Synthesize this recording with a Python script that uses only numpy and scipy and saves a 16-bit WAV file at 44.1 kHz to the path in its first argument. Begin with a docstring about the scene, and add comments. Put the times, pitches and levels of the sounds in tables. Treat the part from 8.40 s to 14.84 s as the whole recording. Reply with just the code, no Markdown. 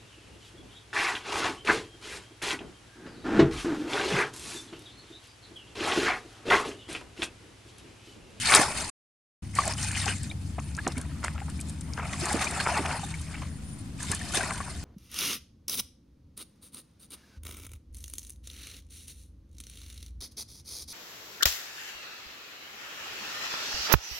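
"""Rinsing a bucket in a muddy pool

A plastic bucket is sloshed in shallow water in an open field. Trapped air rings as gurgling bubbles,
spray hisses, drops plop, tick and slap, and the hollow bucket thumps. Far traffic and two engines
drone below; an insect shrills faintly. One splash, half a second of silence, then a longer stretch."""
import sys
import numpy as np
from scipy import signal
from scipy.fft import rfft, irfft
from scipy.io import wavfile

SR = 44100
rng = np.random.default_rng(int(sys.argv[2]) if len(sys.argv) > 2 else 0)


def dump_mix(stems):
    """Bounce the given channels to the path in sys.argv[1] as a 16-bit WAV at rate SR."""
    frames = np.atleast_2d(stems).T  # one column per channel
    limited = np.clip(frames, -1, 1)  # hard clip at full scale
    pcm = np.round(limited * 32767).astype(np.int16)
    wavfile.write(sys.argv[1], SR, pcm)


N = 284004
FIELD_PAN_DB, WATER_PAN_DB, BUCKET_PAN_DB, DROP_SCATTER_DB = 2.0, 1.5, -4, 3.5   # left minus right
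SILENCE_S = (0.4985, 1.024)

def from_db(db):
    """Amplitude ratio of a level in decibels."""
    return 10 ** (np.asarray(db) / 20)

def rms_one(x):
    """Normalisation to unit rms."""
    return x / np.sqrt(np.mean(x ** 2) + 1e-20)

def in_time(rows):
    """Linear interpolation of each column in time."""
    s, *columns = np.transpose(rows)
    return [np.interp(np.arange(N) / SR, s, c) for c in columns]

def at_hz(points, hz):
    """Interpolation on a log-frequency axis."""
    freqs, values = np.transpose(points)
    return np.interp(np.log(hz), np.log(freqs), values)

def panned(db):
    """Left and right gains for a level difference."""
    return from_db(np.array([[db / 2], [-db / 2]]))

def band(x, low_hz, high_hz, order=2):
    """Butterworth band-pass filtering."""
    return signal.sosfilt(signal.butter(order, [low_hz, high_hz], "band", fs=SR, output="sos"), x)

def resonator(hz, cycles):
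    """Poles of a damped oscillator that loses 60 dB in the given cycles."""
    r = from_db(-60 * hz / (cycles * SR))
    return [1, -2 * r * np.cos(2 * np.pi * hz / SR), r * r]

def drift(hz):
    """Random modulation: unit-rms noise, low-passed at hz."""
    r = np.exp(-80 * np.pi * hz / SR)
    slow = signal.lfilter([1], [1, -2 * r, r * r], rng.standard_normal(N // 40 + 2002))[2000:]
    return np.interp(np.arange(N) / 40, np.arange(len(slow)), rms_one(slow))

def coloured(pair, spectrum, coherence):
    """Mid-side mixing to a given spectrum and left-right coherence."""
    hz = np.maximum(np.fft.rfftfreq(N, 1 / SR), 1)
    alike = np.clip(at_hz(coherence, hz), 0, 1)
    mid, side = rfft(pair) * from_db(at_hz(spectrum, hz))
    return rms_one(irfft(np.sqrt(1 + alike) * mid + np.sqrt(1 - alike) * side * [[1], [-1]], N))

def grains(per_s, spread_db):
    """A Poisson process of clicks, mostly small, a few large."""
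    sizes = from_db(spread_db * np.minimum(rng.exponential(1, N), 5)) * rng.choice([-1, 1], N)
    return sizes * (rng.random(N) < per_s / SR)

def add(out, s, sound):
    """Superposition of a short stereo sound at time s."""
    i = max(round(s * SR), 0)
    out[:, i:i + sound.shape[1]] += sound[:, :N - i]

def bubble(hz, t60, rise, swell_s):
    """A damped sine whose pitch climbs, as a bubble's does near the surface."""
    t = np.arange(round(t60 * SR) + 8) / SR
    shape = (1 - np.exp(-t / swell_s)) * from_db(-60 * t / t60)
    return shape / shape.max() * np.sin(2 * np.pi * hz * (t + rise * t ** 2 / (2 * t60)))

# Spectrum of far traffic and air: f/Hz, relative density/dB
FAR_SPECTRUM = [(15, -57), (25, -27), (65, -2), (150, -7), (204, -8), (300, -14.5), (388, -28.5),
                (858, -31.5), (1710, -37), (9540, -43), (11400, -50.5), (14800, -52), (22000, -120)]
# Its envelope: t/s, level/dB
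FAR_LEVEL = [(0, -38.5), (.5, -44), (1.03, -40), (1.7, -40), (4, -38), (6.44, -41)]

def far_traffic():
    """A diffuse field: sound from all round is coherent only at low frequencies."""
    level_db = in_time(FAR_LEVEL)[0] + drift(7.8)
    coherence = [(300, 0.91), (560, 0.13), (5000, 0.07)]
    return from_db(level_db) * coloured(rng.standard_normal((2, N)), FAR_SPECTRUM, coherence)

# Slow swell of stirred water: t/s, gurgle level/dB, spray level/dB
SWELL = [(0, -45, -33.5), (0.09, -26, -25), (.24, -31.5, -30), (0.3, -37, -38.5), (0.5, -41.5, -36),
         (1.03, -61, -59), (1.13, -66.5, -55), (1.85, -56, -44), (1.95, -68, -55.5), (2.55, -50.5, -52.5),
         (2.81, -55, -55.5), (3.3, -58, -52.5), (3.5, -56.5, -59.5), (3.68, -42.5, -47), (3.88, -37, -35),
         (4.18, -36.5, -40), (4.4, -35.5, -44), (4.5, -36.5, -39), (4.8, -55.5, -48.5),
         (5.02, -47.5, -49.5), (5.15, -61.5, -59), (5.57, -72, -59.5), (5.85, -47, -40),
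         (6.06, -39.5, -39.5), (6.44, -58, -49)]
# Single splashes: t/s, hold/s, gurgle level/dB, spray level/dB
SPLASH_BURSTS = [(0.12, 0.042, -20.5, -21), (0.18, 0.018, -25, -28.5), (0.376, 0.05, -37.5, -32.5),
                 (1.163, .03, -39.5, -36), (1.208, 0.11, -35, -36), (1.387, 0.1, -44.5, -37),
                 (1.488, 0.057, -40, -43), (1.565, 0.071, -40, -35), (1.676, 0.036, -39.5, -34),
                 (2.845, 0.018, -37.5, -43.5), (3.573, 0.015, -45, -52), (3.901, 0.072, -32, -52),
                 (4.016, 0.0061, -32, -32), (4.204, 0.013, -48.5, -37.5), (4.282, 0.096, -33, -37),
                 (4.441, .015, -37, -61), (5.604, 0.14, -47.5, -39), (5.711, 0.023, -41, -38.5),
                 (5.806, 0.018, -43.5, -43), (5.946, 0.03, -33, -28.5)]

def water_levels(rise_db_per_s=697.5, fall_db_per_s=294.5):
    """Incoherent sources add in power: swell plus splashes give the gurgle and spray levels."""
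    t, power = np.arange(N) / SR, from_db(in_time(SWELL)) ** 2
    for s, hold_s, *peak_db in SPLASH_BURSTS:
        below_db = rise_db_per_s * np.maximum(s - t, 0) + fall_db_per_s * np.maximum(t - s - hold_s, 0)
        power += from_db(np.array(peak_db)[:, None] - np.minimum(below_db, 200)) ** 2
    return 10 * np.log10(power)

# Spectrum of the bubble swarm: f/Hz, relative density/dB
GURGLE_SPECTRUM = [(210, -32), (350, 0), (497, -16.5), (660, -0.5), (884, 0), (2390, -1.5), (3270, -13.5),
                   (4680, -43.5)]
# Small bubbles are bright, large ones dark: t/s, tilt/(dB per octave)
GURGLE_TILT = [(0, 14), (.13, -3), (.42, -4), (1.16, 2.5), (1.27, -5), (1.55, 5.5), (1.9, 1.5), (3.6, -1.5),
               (4.5, -3.5), (4.8, 1), (5.6, -0.5), (6, -4), (6.44, -3)]

def gurgle(level_db):
    """Bubble resonance: each pocket of air rings briefly at its own pitch, over a smooth rush."""
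    swarm, tilt = from_db(3 * drift(21)), in_time(GURGLE_TILT)[0]
    crowd = 1 + from_db(level_db + 26)   # violent water makes more bubbles: twice as many at -26 dB
    clicks = rms_one(grains(1800 * swarm * crowd, spread_db=3.5) / np.sqrt(crowd))
    size_class = rng.integers(0, 28, N)
    shared_rush, side_rush = rng.standard_normal((2, N)), rng.standard_normal((2, 2, N))
    out, power = np.zeros((2, N)), 0
    for k, hz in enumerate(np.geomspace(380, 4200, 28)):
        drive = clicks * (size_class == k) + .09 * shared_rush[k % 2] + .055 * side_rush[k % 2]
        poles = resonator(hz, cycles=21)
        rung = rms_one(signal.lfilter([1], poles, signal.lfilter([1], poles, drive)))   # soft onset
        gain = from_db(at_hz(GURGLE_SPECTRUM, hz) + tilt * np.log2(hz / 1300)) * np.sqrt(hz)
        out += rung * gain * from_db(2 * drift(5.8)) * panned(WATER_PAN_DB)
        power += gain ** 2
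    return from_db(level_db + 2.13 * drift(9.2)) * out / np.sqrt(power)   # uneven surges

# Spectrum of the spray: f/Hz, relative density/dB
SPRAY_SPECTRUM = [(900, -40), (1500, -10), (2630, -8), (3300, -9.5), (4700, -6), (5930, -9.5), (9150, -5),
                  (10200, -11), (11400, -21.5), (14800, -46.5), (22000, -120)]

def spray(level_db):
    """Shot noise: clumps of droplets ping over patchy hiss."""
    clump = from_db(2 * drift(38))
    clicks = rms_one(grains(1800 * clump, spread_db=3.2)) * np.clip((level_db + 74) / 15, 0, 1)
    size_class = rng.integers(0, 14, N)
    hiss, out = rng.standard_normal((2, 2, N)) * clump, np.zeros((2, N))
    for k, hz in enumerate(np.geomspace(1500, 15000, 14)):
        impacts = min(hz / 8000, 1) * clicks * (size_class == k) * [[1], [(-1) ** k / 2]]   # mid, side
        drive = impacts + .31 * hiss[k % 2] * from_db(3.27 * drift(15.6))
        rung = rms_one(signal.lfilter([1, 0, -1], resonator(hz, cycles=24), drive))
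        out += rung * np.sqrt(hz) * (-1) ** k
    coherence = [(2500, 0.6), (11000, 0.38)]   # the near water is one source
    return from_db(level_db) * coloured(out, SPRAY_SPECTRUM, coherence) * panned(WATER_PAN_DB)

# Slops and plops: t/s, relative level/dB, f/Hz, roughness
PLOP_EVENTS = [(0.121, -9, 1460, 0.6), (0.1381, -4, 2250, 0.71), (0.229, -25, 704, 0.2),
               (1.186, -8.5, 1100, 0.24), (1.274, -27, 624, 0.14), (1.383, -27.5, 2930, 0.4),
               (1.55, -23, 2440, 0.62), (1.597, -19.5, 3830, 0.74), (1.613, -28, 3580, 0.2),
               (1.663, -23.5, 782, 0.5), (1.678, -16.5, 1483, 0.7), (1.9, -34.5, 3620, 0),
               (1.912, -28.5, 2260, 0.42), (2.182, -24, 994, 0.77), (2.378, -27, 1304, 0.45),
               (2.387, -22.5, 1610, 0.26), (2.468, -18, 715, 0.48), (2.568, -28.5, 2150, 0.6),
               (2.839, -24.5, 1360, 0.5), (2.978, -32.5, 1350, 1.1), (3.015, -30, 776, 0.36),
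               (3.082, -34, 810, 0.7), (3.192, -35, 2310, 0.36), (3.575, -28.5, 1200, 1.1),
               (3.59, -25.5, 970, 0.68), (3.731, -25.5, 1980, 0.6), (3.912, -25.5, 797, 0),
               (4.069, -21, 2350, 0.37), (4.199, -15.5, 1550, 0.55), (4.262, -19, 1090, 1.07),
               (4.287, -17, 904, 0.42), (4.318, -21.5, 690, 0.25), (4.355, -27, 910, 0.4),
               (4.457, -24, 1240, 0.96), (4.633, -28, 766, 0.15), (4.74, -29.5, 2180, 0.34),
               (5.018, -29.5, 1000, 1.06), (5.722, -28, 1640, 0.37), (5.734, -28.5, 1670, 0.1),
               (5.813, -31, 1760, 0.15), (5.993, -26.5, 718, 0.2), (6.006, -19.5, 1490, 0.34),
               (6.032, -26, 1790, 0.27), (6.103, -24, 1310, 0.9), (6.203, -23, 1074, 0.44),
               (6.277, -32, 910, 0.54)]

def plops():
    """Air entrainment: a smooth plop rings one bubble, a rough one a scatter of small ones."""
    out = np.zeros((2, N))
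    for s, db, hz, rough in PLOP_EVENTS:
        chance = rng.standard_normal((10, 3))
        side = panned(WATER_PAN_DB + DROP_SCATTER_DB * chance[0, 0])
        rough = np.clip(rough, 0, 1)
        main = bubble(hz, 0.018 + 15 / hz, rise=0.2, swell_s=0.0029)
        add(out, s, (1 - rough) * from_db(db) * main * side)
        for late, octaves, size in chance[1:]:
            pitch = np.clip(hz * 2 ** (0.28 + 0.57 * octaves), 650, 6000)
            small = bubble(pitch, 11 / pitch, rise=0.75, swell_s=0.00017)
            add(out, s + .007 * abs(late), rough * from_db(db - 5 + 3 * size) * small * side)
    return out

# Drops striking the surface: t/s, relative level/dB, centre f/Hz
DROP_IMPACTS = [(0.1376, -17, 3420), (0.149, 0, 8700), (0.1576, -4, 9300), (0.163, -5.5, 4830),
                (1.1518, -20, 7850), (1.254, -21, 9000), (1.2778, -16, 8600), (1.336, -23.5, 5500),
                (1.4288, -17.5, 6000), (1.515, -21.5, 7900), (1.658, -24, 5460), (1.781, -35, 8400),
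                (1.832, -25.5, 8500), (2.199, -36, 7000), (2.3492, -29.5, 5450), (2.367, -28.5, 8100),
                (2.4767, -18, 7400), (2.5207, -28, 4780), (2.579, -21.5, 9200), (2.613, -26, 8650),
                (2.841, -25, 4920), (2.8455, -23, 9100), (3.0984, -31, 9200), (3.2022, -29.5, 9440),
                (3.211, -23.5, 9100), (3.2864, -31, 8900), (3.2956, -28, 8620), (3.4096, -27.5, 8100),
                (3.535, -28.5, 5460), (3.856, -19, 8200), (3.929, -17, 8800), (4.044, -19, 6260),
                (4.11, -21, 9600), (4.377, -20, 4460), (4.814, -28.5, 9100), (5.6294, -22, 8000),
                (5.716, -12, 8500), (5.748, -18.5, 9300), (5.953, -15.5, 9700), (5.9703, -23, 4900),
                (6.136, -24.5, 8920)]

def ticks():
    """Impact noise: a drop gives a narrow-band ping and a longer broadband spatter."""
    t, out = np.arange(900) / SR, np.zeros((2, N))
    for s, db, hz in DROP_IMPACTS:
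        noise = rng.standard_normal(len(t))
        spatter = 0.59 * noise * (1 - np.exp(-t / 0.0022)) * from_db(-60 * t / 0.031)
        narrow = rms_one(band(noise, hz / 1.26, hz * 1.21))
        ping = 1.06 * narrow * (1 - np.exp(-t / 0.0003)) * from_db(-60 * t / 0.0069)
        add(out, s, from_db(db) * (spatter + ping) * panned(WATER_PAN_DB + DROP_SCATTER_DB * noise[0]))
    return band(out, 3300, 10300, order=4)

# Thumps of the bucket: t/s, relative level/dB, f/Hz, swell/s
BUCKET_THUMPS = [(0.189, -13, 258, 0.0028), (1.677, -26, 400, 0.017), (2.464, -16.5, 275, 0.003),
                 (2.566, -15.5, 247, 0.041), (3.822, -19, 340, 0.034), (3.942, -13, 258, 0.003),
                 (4.282, -31, 408, 0.0081), (4.392, -18.5, 268, 0.0014), (5.696, -16, 162, 0.0041),
                 (5.966, -21, 328, 0.006)]

def bucket():
    """Damped resonance of a hollow body: a low tone within a band of sloshing noise."""
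    t, out = np.arange(round(.15 * SR)) / SR, np.zeros((2, N))
    for s, db, hz, swell_s in BUCKET_THUMPS:
        slosh = rms_one(band(rng.standard_normal(len(t)), hz / 1.98, hz * 1.58))
        slosh *= (1 - np.exp(-t / swell_s)) * from_db(-60 * t / 0.12)
        tone = bubble(hz, 0.06, rise=0.095, swell_s=swell_s)
        add(out, s, from_db(db - 10) * slosh * panned(BUCKET_PAN_DB))
        add(out, s, from_db(db - 13.5) * tone * panned(BUCKET_PAN_DB))
    return out

# Two far engines, a list each: t/s, firing f/Hz, level/dB
ENGINE_NOTES = [
    [(1.03, 67, -39.5), (2.5, 73, -37.5), (3.8, 77, -39), (4.9, 80, -43.5), (5.4, 70, -44), (6.44, 67, -48)],
    [(1.03, 101, -41.5), (1.6, 97, -33.5), (2.3, 91, -41), (3.1, 85, -45.5), (4, 82, -45)],
]

def engines():
    """Periodic firing: each engine gives a wavering fundamental and its octave."""
    out = np.zeros(N)
    for rows, octave_db in zip(ENGINE_NOTES, (-5, -14)):
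        hz, level_db = in_time(rows)
        phase = 2 * np.pi * np.cumsum(hz * (1 + 0.0114 * drift(9.2))) / SR
        fundamental = np.sin(phase) * from_db(0.64 * drift(4.5))
        octave = np.sin(2 * phase) * from_db(octave_db + 3.6 * drift(42))
        out += from_db(level_db) * (fundamental + octave)
    return out * (np.arange(N) > SILENCE_S[1] * SR)

# Short wet slaps: t/s, peak level/dB, f/Hz
WET_SLAPS = [(1.685, -22, 1480), (2.467, -24, 2680), (3.003, -29, 2100), (2.469, -16, 1540),
             (2.831, -26, 1500), (2.8478, -20, 1590), (2.869, -30, 1400), (2.882, -16.5, 1640),
             (4.272, -9.5, 1250), (4.4557, -20, 1310)]

def slaps():
    """Heavy damping: each slap loses 60 dB in five cycles."""
    out = np.zeros((2, N))
    for s, db, hz in WET_SLAPS:
        add(out, s, from_db(db) * bubble(hz, 5 / hz, rise=0, swell_s=0.00025) * panned(WATER_PAN_DB))
    return out

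# Faint shrill of an insect: t/s, level/dB
INSECT_LEVEL = [(4.9, -70), (5.4, -61), (5.7, -72)]

def insect():
    """Amplitude modulation: a narrow band of noise near 9.5 kHz flickers."""
    shrill = rms_one(band(rng.standard_normal(N), 9200, 9750))
    return from_db(in_time(INSECT_LEVEL)[0] + 5.8 * drift(15)) * shrill

def scene():
    """Superposition of the near water and the open field."""
    gurgle_db, spray_db = water_levels()
    near = gurgle(gurgle_db) + spray(spray_db) + plops() + bucket() + ticks() + slaps()
    return near + (far_traffic() + engines() + insect()) * panned(FIELD_PAN_DB)

def record(dry, offset=-.0019, fade_s=0.0069, cutoff_hz=15800):
    """Steady offset, hard clipping, a gate for the silence, and a low-pass filter."""
    t = np.arange(N) / SR
    gate = np.clip(np.maximum(SILENCE_S[0] - t, t - SILENCE_S[1]) / fade_s + .5, 0, 1)
    low_pass = signal.cheby2(12, 70, cutoff_hz, fs=SR, output="sos")
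    return signal.sosfilt(low_pass, np.clip(dry + offset, -1, 1) * gate)

dry = scene()
out = record(dry)
dump_mix(out)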